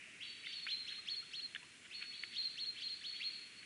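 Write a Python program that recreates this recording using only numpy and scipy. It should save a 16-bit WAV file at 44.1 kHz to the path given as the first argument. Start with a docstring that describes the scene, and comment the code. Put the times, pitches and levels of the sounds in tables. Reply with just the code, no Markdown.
"""A forest nest, over low air, steady microphone hiss and a faint chorus of far birds. Two storks trade
a first bout of short whistles: each is a raspy upsweep into a held top note, and the trees return one
clear echo and a diffuse tail. Sticks of the nest knock and scrape as the birds move, with a cluster of
knocks in the pause while the chorus sinks. A second bout follows and the chorus creeps back;
one far note and a last tiny scrape close the scene."""
import sys
import numpy as np
from scipy import signal
from scipy.fft import rfft, irfft
from scipy.io import wavfile

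SR = 44100
rng = np.random.default_rng(int(sys.argv[2]) if len(sys.argv) > 2 else 0)


def store_pcm(level_fs):
    """Save levels as 16-bit WAV."""
    pcm = np.round(np.clip(level_fs, -1, 1) * 32767).astype(np.int16)
    wavfile.write(sys.argv[1], SR, np.atleast_2d(pcm).T)


N = 160965

LEAD_S = .055  # a whistle starts this long before the top of its sweep
STICK_SEND_DB = -20  # knocks and scrapes into the forest reverb
# Tone of sticks rattling and rubbing. Each row: frequency in Hz, gain in dB.
RATTLE_EQ = [(400, -13), (900, -26), (1500, 12), (2800, 15.5), (3800, 9), (5000, -32), (10000, -45)]


def level_bird():
    """The first stork: a rough sweep into a top note that stays nearly level."""
    # Each row: top of the sweep in seconds, top pitch in Hz, sag in Hz, top-note level in dB,
    # sweep level in dB, forest send in dB, echo send in dB.
    calls = [(.241, 4460, 16, -58.5, -49.5, 2, 3), (.478, 4507, 17, -56, -46.5, 0, 1),
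             (.709, 4218, 92, -41.5, -39.5, -12, -7.5), (1.945, 4378, 23, -50, -50, 0.5, -4),
             (2.152, 4448, 28, -54.5, -50, 0.5, -1.5), (2.358, 4490, 45, -59, -52, 2, -1),
             (2.797, 4520, 25, -59, -52, 2, -8), (3.176, 4510, 27, -59, -51, 2, -16),
             (3.247, 4306, 41.6, -41.5, -40, -8, -15)]
    # Throat resonances that shape the sweep. Each row: frequency in Hz, gain in dB.
    throat = [(1500, -32), (2050, -13), (2750, -2), (3500, -5.5), (4400, -6), (5500, -10.5), (7500, -18)]
    return bird(calls, throat, rough=.46, sweep_s=.06, hold_s=0.0435, overtone_db=-16)


def sagging_bird():
    """The second stork: a cleaner, quicker sweep; its top notes droop, but the last one lifts."""
    # Each row: top of the sweep in seconds, top pitch in Hz, sag in Hz, top-note level in dB,
    # sweep level in dB, forest send in dB, echo send in dB.
    calls = [(.551, 4470, 174, -48, -44.5, -7, 3), (.731, 4293, 144, -45.5, -42, -10, 0),
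             (.901, 4330, 160, -50, -43.5, -7.5, 4), (1.102, 4484, 254, -41.5, -41.5, -11, 2.5),
             (1.360, 4416, 234, -46.5, -42.5, -11, 5), (2.378, 4374, 268, -41, -42.5, -7, 3.5),
             (2.603, 4443, 250, -43, -42, -9.5, 4), (2.839, 4303, 127, -44.5, -44, -7.5, 4.5),
             (3.062, 4330, -62, -47, -44, -6.5, 2.5)]
    # Throat resonances that shape the sweep. Each row: frequency in Hz, gain in dB.
    throat = [(1500, -19.5), (2400, -18.5), (2850, -5), (3250, -0.5), (4400, -8), (5200, -5.5), (6500, -9),
              (7000, -17)]
    return bird(calls, throat, rough=.2, sweep_s=.051, hold_s=0.0403, overtone_db=-11.5)


def bird(calls, throat, **voice):
    """One bird's whistles, with a darker slap echo and a diffuse tail off the trees."""
    # Treble loss of the echo. Each row: frequency in Hz, gain in dB.
    echo_eq = [(4600, -4), (5400, -21)]
    echo_delay_s, echo_sweep_db = .0615, -7
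    near, echo, send = np.zeros((3, N))
    for s, top_hz, sag_hz, top_db, sweep_db, forest_db, echo_db in calls:
        sweep, top = whistle(top_hz, sag_hz, top_db, sweep_db, throat, **voice)
        start = s - LEAD_S
        add(near, start, twigs(sweep) + top)
        add(echo, start + echo_delay_s, amp(echo_db) * (amp(echo_sweep_db) * twigs(sweep) + top))
        add(send, start, amp(forest_db) * (sweep + top))
    return near + colour(echo, echo_eq) + forest(send)


def whistle(top_hz, sag_hz, top_db, sweep_db, throat, rough, sweep_s, hold_s, overtone_db):
    """A raspy exponential upsweep with an overtone, then a held note; returns the two apart."""
    # Roll-off of the overtone as it climbs. Each row: frequency in Hz, gain in dB.
    overtone_fade = [(6500, 0), (7400, -22)]
    attack_s, crossfade_s, release_s = 0.0079, .016, 0.007
    waver_depth_hz, flutter_db, rasp_rate_hz = 29.4, 1.5, 330
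    n = SR // 6
    t = np.arange(n) / SR - LEAD_S  # zero at the top of the sweep
    rise_hz = top_hz * np.exp(np.minimum(t, 0) / sweep_s)
    hz = rise_hz - sag_hz * np.sin(np.pi / 2 * np.clip(t / hold_s, 0, 1))
    tone = np.exp(2j * np.pi * np.cumsum(hz + waver_depth_hz * wobble(n, 160)) / SR)
    attack = np.clip((t + LEAD_S) / attack_s, 0, 1)
    release = np.clip((hold_s + release_s - t) / release_s, 0, 1)
    envelope = np.sqrt(2) * attack * release * amp(flutter_db * wobble(n, 170))
    held = np.clip(.5 + t / crossfade_s, 0, 1)
    jitter = wobble(n, rasp_rate_hz) + 1j * wobble(n, rasp_rate_hz)  # shakes level and phase
    rasp = (1 + rough * jitter) / np.sqrt(1 + 2 * rough ** 2)
    fundamental = amp(curve_at(throat, hz)) * tone
    overtone = amp(overtone_db + curve_at(throat, 2 * hz) + curve_at(overtone_fade, 2 * hz)) * tone ** 2
    sweep = rasp * (fundamental + overtone)
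    return amp(sweep_db) * envelope * (1 - held) * sweep.imag, amp(top_db) * envelope * held * tone.imag


def twigs(sweep):
    """A few close reflections, new for each turn of the head, that break up a sweep."""
    wet, decay_s = amp(-10), .008
    t = np.arange(1024) / SR
    taps = crackle(len(t), per_second=1200) * np.exp(-t / decay_s) * (t > .001)
    reflections = signal.fftconvolve(sweep, taps / np.linalg.norm(taps))[:len(sweep)]
    return (sweep + wet * reflections) / np.hypot(1, wet)


def knocks():
    """A knocked stick rings for a few cycles and briefly rattles its neighbours."""
    # Each row: start in seconds, ring pitch in Hz, level in dB, time to peak in seconds.
    hits = [(.468, 2090, -36, 0.0024), (0.6671, 1960, -32, 0.00052), (0.67, 1480, -42.5, 0.0021),
            (1.549, 2980, -30.5, 0.00081), (1.5572, 1930, -45, 0.00078), (1.5597, 1740, -34.5, 0.0018),
            (1.563, 1530, -49.5, .0007), (1.562, 3470, -38.5, 0.0018), (1.629, 2660, -44, 0.0016),
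            (1.75, 2920, -56, 0.0026), (2.0219, 2510, -39, 0.0027), (2.0268, 1930, -36, 0.00059),
            (2.2358, 2060, -28.5, 0.0008)]
    # Treble cut on the knocks and their tail. Each row: frequency in Hz, gain in dB.
    stick_eq = [(3700, -2.5), (4600, -31), (8000, -25)]
    rattle_db, rattle_decay_s = -6.5, 0.0043
    out, t = np.zeros(N), np.arange(2048) / SR
    for s, hz, db, peak_s in hits:
        rise = t / peak_s
        ring = (rise * np.exp(1 - rise)) ** 2 * np.sin(2 * np.pi * hz * t)
        noise = colour(rng.standard_normal(len(t)), RATTLE_EQ)
        rattle = noise / noise.std() * np.minimum(rise, 1) * np.exp(-t / rattle_decay_s)
        add(out, s, amp(db) * (ring + amp(rattle_db) * rattle))
    return colour(out + amp(STICK_SEND_DB) * forest(out), stick_eq)


def scrapes():
    """Sticks slide over each other in a quick run of tiny slips."""
    # Each row: midpoint in seconds, length in seconds, level in dB.
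    slides = [(0.923, 0.055, -52), (1.859, 0.042, -55.5), (2.028, 0.059, -47), (3.634, 0.0075, -44.5)]
    out, t = np.zeros(N), np.arange(-2048, 2048) / SR
    for s, length, db in slides:
        slips = colour(crackle(len(t), per_second=2500), RATTLE_EQ)
        swell = np.exp(-np.abs(t) * np.pi / length)
        add(out, s + t[0], amp(db) * slips / slips.std() * swell)
    return out + amp(STICK_SEND_DB) * forest(out)


def forest(send):
    """Scatter from trunks and branches: a strong early bloom, then a tail that dies band by band."""
    # Reverb time. Each row: frequency in Hz, seconds to fall by 60 dB.
    t60 = [(1000, 0.98), (2500, 1.25), (4400, 1.27), (7000, 0.25)]
    # Tone of the reverb. Each row: frequency in Hz, gain in dB.
    forest_eq = [(1000, -2.5), (2000, 2.5), (3000, 0.5), (3800, 3), (4400, 0.5), (5200, 5.5), (8000, -1.5)]
    bloom_db, bloom_s, attack_s = 7, 0.027, 0.0086
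    hz, t, bands = signal.stft(crackle(SR, per_second=3000), SR, nperseg=256)
    decay_db = -60 * t / curve_at(t60, hz)[:, None] + bloom_db * np.exp(-t / bloom_s)
    bands = bands * amp(decay_db) * np.minimum(t / attack_s, 1)
    tail = signal.istft(bands, SR, nperseg=256)[1]
    return colour(signal.fftconvolve(send, tail / np.linalg.norm(tail))[:N], forest_eq)


def far_birds():
    """Soft gliding notes from deep in the wood."""
    # Each row: start in seconds, length in seconds, start pitch in Hz, end pitch in Hz, level in dB.
    notes = [(0.056, .05, 560, 670, -70), (0.976, 0.027, 1200, 1185, -60), (1.219, 0.027, 1310, 1380, -57),
             (1.61, 0.054, 800, 1190, -65), (1.7, 0.24, 7660, 7100, -73.5), (3.537, .11, 4440, 4450, -57.5)]
    waver_depth_hz, send_db = 60, -9
    out = np.zeros(N)
    for s, length, start_hz, end_hz, db in notes:
        n = int(length * SR)
        hz = np.linspace(start_hz, end_hz, n) + waver_depth_hz * wobble(n, 180)
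        add(out, s, amp(db) * np.hanning(n) * np.sin(2 * np.pi * np.cumsum(hz) / SR))
    return out + amp(send_db) * forest(out)


def air_and_chorus():
    """Steady air and hiss, with the far chorus as a treble wash that fades and partly returns."""
    # Low air up to hiss. Each row: frequency in Hz, density in dB per Hz.
    air_spectrum = [(25, -118), (50, -110), (75, -101), (110, -98.5), (270, -95.5), (420, -100),
                    (550, -107), (700, -106), (870, -110), (1100, -105), (1450, -99.5), (2100, -96),
                    (2700, -96), (3500, -100), (4500, -104), (7000, -105), (10200, -106), (11000, -118)]
    # The chorus ahead of its fader. Each row: frequency in Hz, density in dB per Hz.
    chorus_spectrum = [(1000, -122), (1700, -93), (2250, -85.5), (2850, -87), (3300, -100), (4200, -122)]
    # Fader ride on the chorus. Each row: time in seconds, gain in dB.
    chorus_ride = [(0, -0.5), (.2, -4), (.5, -5.5), (.95, -5), (1.3, -9), (1.8, -13), (2.1, -14.5),
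                   (3.65, -6.5)]
    air, wash = rng.standard_normal((2, N)) * np.sqrt(SR / 2)  # unit power per Hz
    fader = amp(np.interp(np.arange(N) / SR, *np.transpose(chorus_ride)))
    return colour(air, air_spectrum) + colour(wash, chorus_spectrum) * fader


def amp(db):
    """Decibels to gain."""
    return 10 ** (np.asarray(db) / 20)


def curve_at(points, hz):
    """A curve's value at hz, interpolated on a log-frequency axis."""
    f, value = np.transpose(points)
    return np.interp(np.log(hz + 1), np.log(f + 1), value)


def add(mix, s, sound):
    """Mixes a sound in at s seconds."""
    part = mix[max(round(s * SR), 0):][:len(sound)]
    part += sound[:len(part)]


def colour(x, points):
    """Equalises by a curve of dB over frequency."""
    return irfft(rfft(x) * amp(curve_at(points, np.fft.rfftfreq(len(x), 1 / SR))), len(x))


def wobble(n, rate_hz):
    """Smooth random modulation of unit spread, rolling off around rate_hz."""
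    lowpass = np.exp(-(np.fft.rfftfreq(SR, 1 / SR) / rate_hz) ** 2)
    drift = irfft(rfft(rng.standard_normal(SR)) * lowpass, SR)
    return drift[:n] / drift.std()


def crackle(n, per_second):
    """Sparse clicks of random size and timing."""
    return rng.standard_normal(n) * (rng.random(n) < per_second / SR)


def scene():
    """Both storks, the sticks and the wood, in mono."""
    bed = air_and_chorus()
    return (bed + level_bird() + sagging_bird() + knocks() + scrapes() + far_birds())[None]


def record(dry):
    """A steep low-pass takes off the highest treble."""
    cutoff_hz = 10750
    lowpass = signal.firwin(401, cutoff_hz, window=("kaiser", 8), fs=SR)
    return signal.oaconvolve(dry, lowpass[None], "same")


dry = scene()
out = record(dry)
store_pcm(out)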